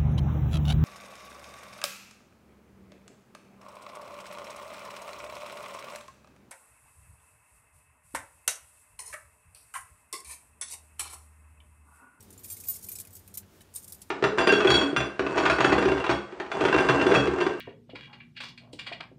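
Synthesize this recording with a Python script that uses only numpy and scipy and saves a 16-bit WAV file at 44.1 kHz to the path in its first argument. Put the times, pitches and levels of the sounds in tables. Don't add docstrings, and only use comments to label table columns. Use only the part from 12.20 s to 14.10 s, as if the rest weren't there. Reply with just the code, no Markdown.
import sys
import numpy as np
from scipy import signal
from scipy.fft import rfft, irfft
from scipy.io import wavfile
from scipy.ndimage import map_coordinates

SR = 44100
rng = np.random.default_rng(int(sys.argv[2]) if len(sys.argv) > 2 else 0)


def makeup_ratio(level_db):
    decades = np.asarray(level_db, float) / 20
    return 10 ** decades


def dump(signal):
    limited = np.clip(np.atleast_2d(signal).T, -1, 1)
    pcm = np.round(limited * 32767).astype(np.int16)
    wavfile.write(sys.argv[1], SR, pcm)


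N = 83790

# (time [s], peak level [dB], loudest mode [Hz], T60 [s])
CLINKS = [(0.0054, -38.5, 7840, 0.045), (0.0253, -42, 14000, 0.098), (0.1045, -35.5, 8200, 0.047),
          (0.1269, -40.5, 9300, 0.1), (0.177, -40, 7160, 0.048), (0.1914, -40.5, 13600, 0.083),
          (0.2428, -29.5, 13600, 0.11), (0.3004, -27, 13900, 0.2), (0.3668, -33.5, 12900, 0.17),
          (0.4365, -34, 13900, 0.23), (0.4843, -27, 13600, 0.16), (0.6857, -29.5, 11600, 0.18),
          (0.7163, -27.5, 13600, 0.11), (0.7535, -28, 7940, 0.12), (0.7854, -29, 13100, 0.14),
          (0.8001, -22.5, 10000, 0.046), (0.85, -35.5, 10970, 0.034), (0.8719, -36, 13900, 0.043),
          (0.9058, -45.5, 13500, 0.15), (0.9288, -41.5, 13900, 0.16), (0.9525, -33.5, 13300, 0.072),
          (0.9648, -34.5, 13500, 0.098),
          (1.0765, -35.5, 14200, 0.048), (1.1403, -29.5, 13600, 0.052),
                 (1.1527, -31.5, 13200, 0.031), (1.1727, -22.5, 13260, 0.085), (1.407, -43.5, 5900, .04),
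                 (1.4158, -41.5, 10200, 0.054), (1.539, -37, 8680, 0.059), (1.5492, -33.5, 12500, 0.078),
                 (1.5575, -25.5, 9200, 0.14), (1.6432, -31.5, 8500, 0.045), (1.7219, -27.5, 12700, 0.075),
                 (1.7314, -40, 9430, 0.044), (1.7898, -57, 7800, 0.097), (1.8064, -47, 11040, 0.055),
                 (1.8172, -32.5, 9500, 0.059), (1.8914, -63, 8350, 0.058)]
# (time [s], level [dB], loudest mode [Hz], T60 [s], length [s])
CHATTER_RUNS = [(.044, -52, 13700, 0.031, 0.01), (.226, -38, 13600, 0.069, 0.027),
                (.246, -46, 8600, .05, .015), (1.143, -34, 6550, 0.042, 0.014),
                (.272, -34, 10140, 0.08, 0.025), (.31, -32.5, 8570, 0.13, 0.027),
                (.394, -33.5, 12700, 0.093, 0.017), (.45, -48, 13200, 0.053, 0.011),
                (.468, -33, 7830, 0.08, 0.014), (.495, -26, 6930, 0.04, 0.037),
                (.525, -32.5, 12470, 0.18, 0.022), (.545, -28.5, 13300, 0.057, 0.027),
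                (.585, -34, 8820, 0.014, 0.013), (.608, -44, 5600, 0.046, 0.0081),
                (.62, -34, 11200, 0.042, .015), (.632, -29, 13300, 0.052, 0.021),
                (.658, -40.5, 13600, 0.11, 0.015), (.808, -28.5, 9900, 0.022, 0.013),
                (.982, -44.5, 13600, .06, 0.017), (1.616, -38.5, 9000, 0.061, 0.026),
                (1.675, -33, 11150, 0.043, 0.0096), (1.688, -37.5, 9100, 0.075, 0.018),
                (1.742, -37.5, 12900, 0.062, 0.0074)]
# (time [s], frequency [Hz], level [dB], free time [s])
FREE_RINGS = [(.484, 13490, -24, .026), (.512, 13490, -39, .018), (.484, 9310, -40, .016),
              (.502, 9310, -37, .03), (.495, 7960, -41, .02), (.47, 13930, -41, .022),
              (.53, 6880, -45, .015), (.316, 13900, -38, .028), (.193, 13580, -51, .022),
              (.663, 9320, -47, .02), (.7165, 13550, -38, .022), (.93, 7940, -54, .024),
              (1.539, 8650, -49, .012), (1.572, 8710, -44, .014), (1.558, 3710, -48, .006),
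              (1.562, 5100, -49, .004), (1.817, 9400, -46, .004), (.006, 5720, -52, .006),
              (.722, 9310, -46, .02), (.456, 13550, -44, .015), (.686, 12170, -36, .006),
              (.686, 13150, -37, .005), (.687, 12700, -38, .006), (1.173, 13160, -34, .004),
              (1.557, 8650, -33, .007), (.254, 13590, -43, .01), (.264, 9345, -52, .008),
              (.311, 11000, -44, .014), (.311, 14490, -48, .012), (.308, 8740, -44, .022),
              (.324, 10140, -43, .008), (.302, 7450, -44, .012), (.47, 7970, -45, .009),
              (.473, 6870, -50, .008), (.492, 6910, -45, .01), (.517, 14470, -46, .022),
              (.66, 13500, -47, .014), (.735, 6890, -49, .01), (.931, 13910, -53, .016),
              (.963, 14510, -53, .01), (1.679, 11180, -54, .012), (1.68, 8980, -51, .012),
              (.178, 11100, -55, .009), (.177, 7150, -51, .006), (.609, 5700, -56, .01),
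              (1.79, 8000, -62, .01), (1.765, 14000, -61, .015), (1.891, 8600, -60, .006),
              (1.55, 12900, -42, .004)]
# (time [s], frequency [Hz], level [dB], free time [s])
ROD_THUDS = [(1.407, 3870, -56, .005), (1.407, 3010, -57, .005), (1.407, 2280, -62, .005),
             (1.407, 1710, -63, .004), (1.229, 1640, -60, .005), (1.231, 4200, -65, .005),
             (.758, 5230, -50, .005), (1.8175, 5630, -53, .003), (1.8175, 3270, -60, .003),
             (1.111, 8200, -59, .001), (.006, 8200, -51, .007), (.128, 7100, -55, .007),
             (.085, 8800, -61, .003), (.851, 10300, -53, .004)]
RING_MODES = [10160, 10220, 10700, 11450, 11170, 12800, 12470, 12600, 13600, 12800, 13000, 13200, 13400]
ROD_MODES = [3804, 4580, 5040, 5510, 5510, 6760, 6930, 7350, 7940, 8300, 8800, 8870, 9160, 9900]
# (frequency [Hz], density [dB per Hz])
STEEL_COLOUR = [(1500, -23), (2500, -21), (4000, -13), (6500, -6), (9000, -2), (13500, -5), (14700, -2),
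                (15600, -24)]
# (time [s], level [dB])
HANDLING_LEVEL = [
    (0, -89),
    (.2, -63),
    (.3, -54),
    (.8, -55),
    (.9, -62),
    (1.12, -63),
    (1.25, -95),
    (1.52, -70),
    (1.58, -52.5),
    (1.9, -67),
]
# (time [s], level [dB], frequency [Hz])
FINGER_TAPS = [
    (1.23, -62, 1880),
    (1.406, -61, 3480),
    (1.817, -53, 4300),
]
# (time [s], peak level [dB], frequency [Hz])
PLATE_KNOCKS = [(.2463, -56.5, 2380), (.3002, -55, 2390), (.3676, -56, 2154), (.4369, -56, 2410),
                (0.4496, -59, 2460), (.5544, -58.5, 2140), (0.685, -51.5, 2384), (0.7158, -56, 2410),
                (.7532, -55, 2470), (0.785, -55.5, 2360), (0.8493, -56, 2410), (0.872, -64, 2080),
                (1.0788, -63, 2555), (1.177, -59, 2430), (1.5744, -62, 2270)]
# (time [s], level [dB])
HUM_LEVEL = [
    (0, -61),
    (.3, -59.5),
    (.55, -60),
    (1.1, -57.5),
    (1.26, -56),
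    (1.35, -71),
    (1.6, -61),
    (1.9, -61.5),
]
# (frequency [Hz], density [dB per Hz])
AIR_COLOUR = [(12, -37), (20, -20.5), (74, 2.5), (282, -8), (383, -9), (835, -14.5), (3970, -24.5),
              (5250, -24.5), (15600, -30.5)]
# (frequency [Hz], density [dB per Hz])
RUMBLE_COLOUR = [(120, -40), (190, -6.5), (450, -10), (700, -30.5)]
# (time [s], level [dB])
RUMBLE_LEVEL = [(0, -71.5), (.11, -60), (.2, -63.5), (.5, -64.5), (.6, -64), (.8, -71), (1.1, -67),
                (1.25, -67.5), (1.36, -63), (1.5, -86), (1.9, -65)]

MODES_DB, SCATTER_DB, LOUDEST_DB, HISS_DB, TICK_DB = -16.5, 4.5, -13, -12.5, -28
NEAR_DB, NEAR_OCTAVES = 6, 0.062
CHORD_LIFE = .6
BOUNCE_DB, BOUNCE_S = -10, .008
RATTLES_PER_S, RATTLE_SPREAD_DB, RATTLE_T60_S, RATTLE_DB = 880, 2, 0.013, -5.5
FREE_T60_S, DAMPED_T60_S, RING_ATTACK_S = .3, .035, .0015
PLATE_DB, PLATE_T60_S, PLATE_ROUGH = -1, .05, 1.1
TAP_T60_S = 0.094
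MOTOR_HZ, MAINS_HZ, IN_STEP_S = 87.93, 100, .742
MAINS_DB, OCTAVE_DB, AIR_DB = -1.5, -9, -60
WHINE_HZ, WHINE_DB = 881, -77
ROOM_DB, ROOM_T60_S = -16, 0.13
TOP_HZ = 15700


def unit(x):
    return x / np.sqrt(np.mean(x ** 2) + 1e-20)


def curve(rows):
    s, value = np.transpose(rows)
    return np.interp(np.arange(N) / SR, s, value)


def wobble(rate, size=N):
    return map_coordinates(rng.standard_normal(200), [np.arange(size) * rate / SR])


def noise(spectrum, size, near_hz=None):
    hz = np.fft.rfftfreq(size, 1 / SR) + 1
    f, db = np.transpose(spectrum)
    level_db = np.interp(np.log(hz), np.log(f), db)
    if near_hz:
        level_db = level_db + NEAR_DB * np.exp(-(np.log2(hz / near_hz) / NEAR_OCTAVES) ** 2)
    return unit(irfft(rfft(rng.standard_normal(size)) * makeup_ratio(level_db), size))


def fall(t, t60):
    return (t >= 0) * makeup_ratio(-60 * np.abs(t) / np.clip(t60, .004, 2))


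def rise(t, attack_s):
    return 1 - np.exp(-t / attack_s)


def add(out, s, x):
    out[round(s * SR):][:len(x)] += x


def chord(t, t60):
    hz = np.array([*RING_MODES, *ROD_MODES])[:, None]
    f, db = np.transpose(STEEL_COLOUR)
    draw = rng.standard_normal((4, len(hz), 1))
    size = makeup_ratio(1.93 * np.interp(hz, f, db) + SCATTER_DB * draw[0])
    phase = np.float32(2 * np.pi * hz * (1 + .003 * draw[1]) * t + 9 * draw[2])
    life = t60 * makeup_ratio(np.clip(2 * draw[3], -4, 1))
    dying = np.float32(-np.log(1000) * t / life)
    modes = size * (np.sin(phase) * np.exp(dying))
    return modes.sum(0) / np.sqrt(np.sum(size ** 2) / 2)


def contact(hz, t60):
    t = np.arange(4096) / SR
    envelope = makeup_ratio(HISS_DB) * fall(t, t60) + makeup_ratio(TICK_DB) * fall(t, 0.0027)
    hiss = noise(STEEL_COLOUR, len(t), hz) * envelope
    loudest = makeup_ratio(LOUDEST_DB) * np.sin(2 * np.pi * hz * t) * fall(t, 0.19 * t60)
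    modes = makeup_ratio(MODES_DB) * chord(t, np.clip(CHORD_LIFE * t60, .015, .06))
    return (hiss + loudest + modes) * rise(t, 0.00028)


def room_tone():
    t = 2 * np.pi * (np.arange(N) / SR - IN_STEP_S)
    tones = np.cos(MOTOR_HZ * t) + makeup_ratio(MAINS_DB) * np.cos(MAINS_HZ * t)
    overtones = np.cos(2 * MAINS_HZ * t + wobble(14))
    overtones += 0.52 * np.cos(2 * MOTOR_HZ * t + wobble(9.0))
    overtones += .5 * np.cos(374 * t + wobble(26.2))
    octave = makeup_ratio(OCTAVE_DB + 4.5 * wobble(29.23)) * overtones
    hum = makeup_ratio(curve(HUM_LEVEL)) * (makeup_ratio(1.6 * wobble(4.3)) * tones + octave)
    rumble = makeup_ratio(curve(RUMBLE_LEVEL) + 4.67 * wobble(11.7)) * noise(RUMBLE_COLOUR, N)
    whine = makeup_ratio(WHINE_DB + 0.6 * wobble(4.5)) * np.cos(WHINE_HZ * t + wobble(8.16))
    air = makeup_ratio(AIR_DB + wobble(10.4) / 2) * noise(AIR_COLOUR, N)
    return rumble + whine + hum + air


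def rattle(count=12):
    out = np.zeros(N)
    for _ in range(count):
        struck = rng.random(N) < RATTLES_PER_S / count / SR
        hits = struck * makeup_ratio(RATTLE_SPREAD_DB * rng.standard_normal(N))
        response = contact(rng.choice([*RING_MODES, *ROD_MODES]), RATTLE_T60_S)
        out += signal.fftconvolve(hits, response)[:N]
    return unit(out) * makeup_ratio(curve(HANDLING_LEVEL) + RATTLE_DB)


def repeat_impacts(out, s, db, pair, when, size, length_s):
    gains = size * makeup_ratio(rng.normal(0, 1.34, len(when)))
    for k, gain in enumerate(gains):
        add(out, s + when[k] * length_s, makeup_ratio(db) * gain * pair[k % 2])


def impact_times(count=7):
    return (np.arange(count) + rng.random(count)) / count


def clinks():
    out = np.zeros(N + SR)
    for s, db, hz, t60 in CLINKS:
        pair = [contact(hz, t60), contact(hz, t60)]
        when = impact_times()
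        add(out, s, makeup_ratio(db) * pair[0])
        repeat_impacts(out, s, db, pair, when, makeup_ratio(BOUNCE_DB) * (1 - 0.82 * when), BOUNCE_S)
    return out[:N]


def ringing():
    out, t = np.zeros(N + SR), np.arange(8192) / SR
    for rows, waver in ((FREE_RINGS, .3), (ROD_THUDS, .9)):
        for s, hz, db, free_s in rows:
            damping = fall(np.maximum(t - free_s, 0), DAMPED_T60_S)
            shape = fall(t, FREE_T60_S) * damping * rise(t, RING_ATTACK_S)
            level = makeup_ratio(db + 4 * waver * wobble(200, len(t)))
            tone = np.sin(2 * np.pi * hz * t + waver * wobble(200, len(t)))
            add(out, s, level * shape * tone)
    return out[:N]


def chatter():
    out = np.zeros(N + SR)
    for s, db, hz, t60, length_s in CHATTER_RUNS:
        pair = [contact(hz, t60), contact(hz, t60)]
        when = impact_times()
        repeat_impacts(out, s, db, pair, when, 0.81 * np.sin(np.pi * when), length_s)
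    return out[:N]


def plate():
    out, t = np.zeros(N + SR), np.arange(2048) / SR
    for s, db, hz in PLATE_KNOCKS:
        phase = 2 * np.pi * hz * t
        tone = np.sin(phase + wobble(270, len(t))) + .4 * np.sin(phase)
        rough = PLATE_ROUGH * noise([(1300, -18), (2000, -1.5), (2500, 5.5), (3300, -9)], len(t))
        add(out, s, makeup_ratio(db + PLATE_DB) * (tone + rough) * fall(t, PLATE_T60_S) * rise(t, 0.00083))
    return out[:N]


def tap():
    out, t = np.zeros(N), np.arange(N) / SR
    for s, db, hz in FINGER_TAPS:
        colour = [(hz / 4, -30), (hz / 2, -9), (hz, 0), (1.5 * hz, -3), (3 * hz, -20)]
        out += makeup_ratio(db) * fall(t - s, TAP_T60_S) * noise(colour, N)
    return out


def reverberation(steel):
    t = np.arange(8192) / SR
    tail = rng.standard_normal(len(t)) * fall(t - .003, ROOM_T60_S)
    return makeup_ratio(ROOM_DB) * signal.fftconvolve(steel, tail / np.linalg.norm(tail))[:N]


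def scene():
    air = room_tone()
    steel = rattle() + clinks() + ringing() + chatter() + plate() + tap()
    return (steel + reverberation(steel) + air)[None]


def roll_off(x):
    return signal.sosfilt(signal.butter(12, 15700, fs=SR, output="sos"), x)


def record(dry):
    passed = np.fft.rfftfreq(N, 1 / SR) < TOP_HZ
    limited = irfft(rfft(dry) * passed, N)
    return roll_off(limited)


dry = scene()
out = record(dry)
dump(out)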